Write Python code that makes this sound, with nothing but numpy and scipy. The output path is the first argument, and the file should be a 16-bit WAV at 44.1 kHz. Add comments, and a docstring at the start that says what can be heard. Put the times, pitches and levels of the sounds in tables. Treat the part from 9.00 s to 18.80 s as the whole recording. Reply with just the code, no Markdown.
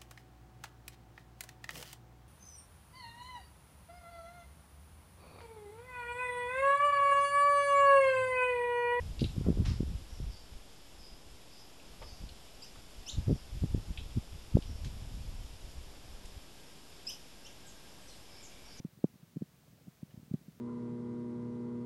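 """A quiet paved yard, heard low over the stones. First, turbulent wind buffets the microphone while dry
ticks and scuffs echo off the walls. As it drops, far birds twitter; near 4 s a close bird whistles two
rising chirps, and the gusts return, hardest at about 5.6 s. Faint whines enter after 6.5 s; from 8 s
come two more chirps, then thin falling chips. A distant murmur and microphone hiss lie under it all."""
import sys
import numpy as np
from scipy import signal
from scipy.fft import rfft, irfft
from scipy.io import wavfile
from scipy.ndimage import map_coordinates

SR = 44100
rng = np.random.default_rng(int(sys.argv[2]) if len(sys.argv) > 2 else 0)


def file_out(sig):
    """Save sig as 16-bit WAV at sys.argv[1]."""
    # one column per channel
    cols = np.atleast_2d(sig).T
    # limit, then scale
    lim = np.clip(cols, -1, 1)
    pcm = np.round(lim * 32767).astype(np.int16)
    wavfile.write(sys.argv[1], SR, pcm)


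N = 432180
TIME = np.arange(N) / SR

# Turbulence at the reference wind level. Each row: frequency in Hz, relative spectral level in dB.
TURBULENCE_SPECTRUM = [(10, -37), (25, 2.5), (50, 9), (110, 4.5), (200, -7), (350, -21), (600, -49.5),
                       (1000, -34.5), (2000, -67)]
# The breeze between gusts. Each row: time in seconds, level in dB.
BREEZE_LEVELS = [(0, -41), (.3, -41), (.6, -38.5), (.9, -36), (1.05, -50), (1.7, -59), (2.15, -56),
                 (2.75, -63), (3.1, -52), (3.5, -59), (4.05, -58), (4.6, -45.5), (5.05, -45.5), (5.3, -54),
                 (6.15, -41.5), (6.55, -49), (7.25, -53), (7.65, -65)]
# Gusts on top of the breeze. Each row: time of the peak in seconds, level in dB, half length in seconds.
GUST_PEAKS = [(0.232, -25.5, .02), (0.389, -33, .035), (0.492, -25.5, 0.0293), (.6, -29, 0.024),
              (0.72, -33, 0.02195), (1.233, -39.5, .06), (1.546, -46, 0.027), (2.288, -48, 0.03),
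              (2.886, -51.5, 0.021), (3.039, -50, 0.0304), (3.246, -43, 0.036), (3.77, -52, 0.023),
              (3.981, -50, 0.024), (4.186, -34, .03), (4.31, -27, 0.028), (4.555, -37, .02),
              (4.643, -29.5, 0.018), (4.749, -30, .035), (4.911, -38, .018), (4.999, -39.5, .02),
              (5.175, -32.5, .018), (5.348, -44.5, 0.024), (5.56, -25, 0.018), (5.712, -38, 0.026),
              (5.87, -38, 0.053), (6.411, -44.5, 0.0208), (6.66, -44, .018), (6.787, -47, .02),
              (7.127, -47.5, .018), (7.365, -50, 0.017)]
# The hardest single eddies. Each row: time in seconds, peak level in dB, pitch in Hz.
HARD_EDDIES = [(.2192, -16.5, 247), (.228, -19, 183), (.3831, -19.5, 136), (.412, -25.5, 230),
               (.466, -23, 300), (.4871, -14.5, 248), (.492, -21, 289), (.504, -14, 200), (.574, -27, 298),
               (.605, -22, 184), (.719, -22.5, 120), (.807, -17.5, 212.4), (.832, -26.5, 248),
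               (1.202, -33.5, 230), (3.24, -35, 156.5), (4.282, -23, 161), (4.296, -24.5, 339.6),
               (4.303, -20, 276), (4.311, -18, 250), (4.318, -22, 255), (4.330, -16.5, 139),
               (4.638, -21, 130.1), (4.645, -24, 160.4), (4.748, -20.5, 238.4), (4.907, -29.5, 143.6),
               (5.174, -20.5, 175), (5.183, -18.5, 100.2), (5.555, -8, 130.1), (5.571, -13, 330),
               (5.588, -22.5, 189)]
# A near bird's chirps. Each row: start in seconds, length in seconds, starting pitch in Hz, pitch before
# the final flick in Hz, level before the resonances in dB, growth in dB, tilt in dB per harmonic.
RISING_CHIRPS = [(3.618, 0.034, 2360, 3130, -47.5, 2.5, 1), (4.062, 0.041, 2526, 3842, -40.5, 9, -2),
                 (8.0666, 0.042, 2480, 3250, -34, -1, 1), (8.443, 0.028, 2600, 3080, -51, 12, -4.5)]
# Resonances that colour the chirps. Each row: frequency in Hz, gain in dB.
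CHIRP_RESONANCES = [(2450, -15), (3000, -10), (3450, -1.5), (4100, -5), (5100, 3.5), (5600, -7.5),
                    (6400, -8.5), (7300, -5), (8000, -29.5), (8900, -15), (10300, -33), (11700, -19),
                    (13000, -30)]
# Chips a little further off. Each row: start in seconds, starting pitch in Hz, level in dB.
FALLING_CHIPS = [(8.658, 8230, -50.5), (9.07, 6500, -52), (9.085, 5000, -54), (9.419, 8000, -48),
                 (9.768, 6870, -49)]
# Dry ticks. Each row: start in seconds, level in dB, centre in Hz, bandwidth in Hz, decay in seconds.
DRY_TICKS = [(.192, -39, 3330, 2000, 0.0054), (.206, -39, 3700, 2390, .006),
             (.221, -50, 3900, 2400, 0.0035), (.240, -36.5, 3200, 1810, 0.006),
             (2.797, -57, 2700, 700, .005), (3.29, -50.5, 3600, 1980, .007),
             (3.757, -54.5, 800, 1100, 0.0056), (4.9741, -37.5, 2780, 1409, 0.0033),
             (4.982, -51, 3300, 1101, 0.019), (5.622, -51.5, 3288, 2505, 0.0076),
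             (7.254, -52.5, 4460, 7060, 0.0061), (7.324, -57.5, 2000, 495, 0.0063)]
# Longer scuffs. Each row: start in seconds, level in dB, centre in Hz, bandwidth in Hz, decay in seconds.
DRY_SCUFFS = [(.204, -56, 3000, 10000, 0.054), (.438, -55, 850, 1090, .04),
              (0.647, -46.5, 1860, 4730, 0.055), (.672, -52, 5000, 1000, 0.047),
              (3.016, -46.5, 683, 790, 0.015), (3.022, -52, 2200, 2400, .012),
              (5.844, -49.5, 3320, 4930, 0.018)]
# Far birds. Each row: start in seconds, central pitch in Hz, level in dB.
FAR_TWITTERS = [(1.08, 5530, -61), (1.28, 4830, -55.5), (1.97, 4970, -53.5), (2.49, 4940, -56),
                (2.99, 4950, -54.5), (3.05, 6010, -64), (3.11, 4685, -63), (4.27, 5080, -59.5),
                (5.62, 5400, -60), (9.0, 8000, -61.5), (9.28, 5040, -56), (9.64, 5140, -54)]
# Distant outdoor murmur. Each row: frequency in Hz, relative spectral level in dB.
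MURMUR_SPECTRUM = [(15, -6), (40, 5.5), (80, -1), (160, -1.5), (300, -3.5), (500, -6), (800, -8),
                   (1200, -13), (1700, -17), (2500, -55), (4400, -56)]
# Microphone hiss. Each row: frequency in Hz, relative spectral level in dB.
HISS_SPECTRUM = [(1000, -13.5), (1900, -2.5), (2700, 0.5), (3500, 2), (4150, -3), (5200, 2.5), (6200, -6),
                 (7300, -2.5), (8400, -9.5), (9300, -5), (10400, -10.5), (11500, -4.5), (12500, -12.5)]
# Thin far-off whines. Each row: start, end and fade in seconds, pitch and bandwidth in Hz, level in dB.
FAR_WHINES = [(6.5, 10.4, 0.9, 1607, 28.5, -77.5), (8.3, 9.12, 0.13, 1615, 20, -76),
              (9.22, 10.5, 0.13, 2300, 200, -69)]


def wind(mean_db, reference_db=-33, ceiling_db=-32, calm_db=-59, speed_exponent=.3, flutter=.17):
    """Frozen turbulence: a fixed pattern blows past the microphone, so stronger wind is also quicker."""
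    # above the ceiling the flow breaks up into single hard eddies instead
    db = np.minimum(mean_db, ceiling_db) + 2.2 * wander(70)
    speed = amp(speed_exponent * (db - reference_db)) * np.exp(flutter * wander(120))
    position = np.cumsum(speed) % (N - 1)
    pressure = map_coordinates(coloured_noise(TURBULENCE_SPECTRUM), [position], order=1)
    stirred = 1 / (1 + amp(calm_db - mean_db) ** 4)  # near calm, the air slides past smoothly
    return pressure * stirred * amp(db)


def wind_level():
    """Incoherent sources add in power: breeze and gusts sum to one mean level in dB."""
    breeze_power = amp(np.interp(TIME, *np.transpose(BREEZE_LEVELS))) ** 2
    gust_power = sum(amp(db) ** 2 * swell(s, half_s) for s, db, half_s in GUST_PEAKS)
    return 10 * np.log10(breeze_power + gust_power)


def eddies(rows, steepness=.56):
    """A passing vortex puts one pressure pulse on the diaphragm, with suction before and after."""
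    out, t = np.zeros(N), np.arange(-SR // 40, SR // 40) / SR
    for s, db, hz in rows:
        bump = 1 / np.cosh(2 * np.pi * hz * steepness * t)
        add(out, max(s + t[0], 0), amp(db) * bump * (2 * bump ** 2 - 1))
    return out


def shed_eddies(mean_db, max_per_s=45, onset_db=-35, scatter_db=3.5, onset_hz=230):
    """Vortex shedding: stronger wind gives more, harder, shorter eddies, in rows like HARD_EDDIES."""
    step = 256  # samples between chances to shed
    slots = np.arange(0, N, step)
    chance = rng.random(len(slots))
    strength, pitch = rng.standard_normal((len(slots), 2)).T
    db = mean_db[slots]
    shed = chance < max_per_s * step / SR / (1 + amp(onset_db - db) ** 4)
    peak_db = np.minimum(db - 1.8, -27) + scatter_db * strength
    hz = onset_hz * amp(.19 * (db - onset_db)) * np.exp(.3 * pitch)
    return np.column_stack([slots / SR, peak_db, hz])[shed]


def chirps(bend=1.45, flick_rise=.26, flick_share=.046):
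    """Source and filter: each harmonic of a rising whistle brightens as it crosses a resonance."""
    out = np.zeros(N)
    for s, length_s, start_hz, end_hz, db, growth_db, tilt_db in RISING_CHIRPS:
        u = progress(length_s)
        glide_hz = start_hz + (end_hz - start_hz) * u ** bend
        hz = glide_hz * (1 + flick_rise * np.exp((u - 1) / flick_share))  # a last upward flick
        for k in range(1, 5):
            resonance_db = np.interp(k * hz, *np.transpose(CHIRP_RESONANCES))
            gain = amp(db + growth_db * u + tilt_db * (k - 1.5) + resonance_db)
            add(out, s, gain * whistle(hz, waver=.023, harmonic=k))
    return out


def chips(length_s=.034, drop=.28):
    """A fast downward frequency sweep of a single partial is heard as a bird's thin chip."""
    out, u = np.zeros(N), progress(length_s)
    for s, hz, db in FALLING_CHIPS:
        add(out, s, amp(db) * whistle(hz * (1 - drop * u ** 1.1), waver=.022))
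    return out


def whistle(hz, waver, harmonic=1, rasp_db=2.5, knots_per_s=350):
    """Random frequency and amplitude modulation roughen one harmonic of a bird's note."""
    position = TIME[:len(hz)] * knots_per_s
    wobble, rasp = (np.interp(position, np.arange(128), knots) for knots in rng.standard_normal((2, 128)))
    phase = 2 * np.pi * np.cumsum(hz * (1 + waver * wobble)) / SR
    u = np.linspace(0, 1, len(hz))
    envelope = np.abs(np.sin(np.pi * u ** 1.22)) ** .5  # crests just past the middle
    return envelope * amp(rasp_db * rasp) * np.sin(harmonic * phase)


def ticks_and_scuffs(tick_rise_s=.0018, scuff_rise_share=.18):
    """Attack time sets hardness: ticks start sharply, scuffs more softly the longer they last."""
    out = np.zeros(N)
    for s, db, hz, width_hz, decay_s in DRY_TICKS:
        add(out, s, amp(db) * contact(hz, width_hz, tick_rise_s, decay_s))
    for s, db, hz, width_hz, decay_s in DRY_SCUFFS:
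        add(out, s, amp(db) * contact(hz, width_hz, scuff_rise_share * decay_s, decay_s))
    return out


def contact(hz, width_hz, rise_s, decay_s):
    """A contact excites one broad, damped resonance: a band of noise that decays exponentially."""
    t = np.arange(SR // 4) / SR
    envelope = np.minimum(t / rise_s, 1) * np.exp(-np.maximum(t - rise_s, 0) / decay_s)
    return band_noise(hz, width_hz, len(t)) * envelope


def twitters(length_s=.1, note_s=.0193, notes=6, scatter=.0424, slide=.08, fall=.016):
    """Far birds' short glides, scattered about a sinking pitch, follow so fast that they fuse."""
    out, u = np.zeros(N), progress(note_s)
    for s, centre_hz, db in FAR_TWITTERS:
        for k, (offset, slope) in enumerate(rng.standard_normal((notes, 2))):
            hz = centre_hz * (1 + scatter * offset + slide * slope * (u - .5) - fall * (k / notes - .5))
            add(out, s + length_s * k / notes, amp(db) * whistle(hz, waver=.0286))
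    return out


def yard_echo(x, t60_s, delay_s):
    """Reverberation: paving and walls scatter sound into grainy, exponentially decaying reflections."""
    t = np.arange(SR // 2) / SR
    reflections = rng.standard_normal(len(t)) ** 3  # cubing lets a few stand out
    onset = np.clip(t / delay_s - 1, 0, 1)
    response = reflections * onset * np.exp(-np.log(1000) * t / t60_s)
    return signal.fftconvolve(x, response / np.linalg.norm(response))[:N]


def noise_floor(murmur_db=-57.5, hiss_db=-58.5, lull_db=-2.16):
    """Broadband noise: distant murmur and the microphone's self-noise waver and briefly sink together."""
    murmur = coloured_noise(MURMUR_SPECTRUM) * amp(murmur_db + .45 * wander(4.1))
    hiss = coloured_noise(HISS_SPECTRUM) * amp(hiss_db + .25 * wander(13))
    return (murmur + hiss) * amp(lull_db * swell(peak_s=2, half_s=1))


def whines():
    """Narrowband noise is heard as a pitch: faint far-off whines that enter gradually."""
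    out = np.zeros(N)
    for start_s, end_s, fade_s, hz, width_hz, db in FAR_WHINES:
        fade = np.clip(np.minimum(TIME - start_s, end_s - TIME) / fade_s, 0, 1)
        out += amp(db) * band_noise(hz, width_hz, N) * fade
    return out


def coloured_noise(spectrum):
    """Spectral shaping: white noise takes on a curve of (Hz, dB) points, at unit rms."""
    hz, db = np.transpose(spectrum)
    f = np.maximum(np.fft.rfftfreq(N, 1 / SR), 1)
    gain = amp(np.interp(np.log(f), np.log(hz), db))
    return unit_rms(irfft(rfft(rng.standard_normal(N)) * gain, N))


def band_noise(hz, width_hz, size):
    """Band-pass filtering confines white noise between steep sides, at unit rms."""
    f = np.maximum(np.fft.rfftfreq(size, 1 / SR), 1)
    detuning = (f * f - hz * hz) / (f * width_hz)
    return unit_rms(irfft(rfft(rng.standard_normal(size)) / np.sqrt(1 + detuning ** 6), size))


def wander(knots_per_s):
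    """Interpolation between random values gives a slow fluctuation of unit rms."""
    knots = rng.standard_normal(N // 100)
    return unit_rms(np.interp(TIME * knots_per_s, np.arange(len(knots)), knots))


def swell(peak_s, half_s):
    """A bell curve: 1 at the peak, 1/e at half_s to either side."""
    return np.exp(-np.minimum(((TIME - peak_s) / half_s) ** 2, 50))


def progress(length_s):
    """Normalised time, 0 to 1 over a note."""
    return np.linspace(0, 1, int(length_s * SR))


def amp(db):
    """Amplitude grows tenfold every 20 dB."""
    return 10 ** (np.asarray(db) / 20)


def unit_rms(x):
    """Normalisation to a mean power of 1."""
    return x / np.sqrt(np.mean(x ** 2))


def add(out, s, x):
    """Superposition: x adds to out from s seconds on."""
    i = int(s * SR)
    out[i:i + len(x)] += x[:max(N - i, 0)]


def scene():
    """Direct and reflected sound add: wind is all direct, near sources are both, far birds all echo."""
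    wind_db = wind_level()
    buffeting = wind(wind_db) + eddies(HARD_EDDIES) + eddies(shed_eddies(wind_db))
    rising, falling, contacts = chirps(), chips(), ticks_and_scuffs()
    direct = amp(-1) * rising + amp(-7) * falling + contacts
    to_walls = amp(-3) * (rising + falling) + amp(-7) * contacts
    near_echo = yard_echo(to_walls, t60_s=.29, delay_s=.0033)
    far_birds = yard_echo(twitters(), t60_s=.5, delay_s=.0019)
    return (buffeting + direct + near_echo + far_birds + noise_floor() + whines())[None]


def record(dry, dc_offset=-.0019, cutoff_hz=12250):
    """Band limiting: the converter sits slightly off zero and cuts the top treble steeply."""
    low_pass = signal.ellip(8, .2, 70, cutoff_hz, fs=SR, output="sos")
    return signal.sosfilt(low_pass, dry + dc_offset)


dry = scene()
out = record(dry)
file_out(out)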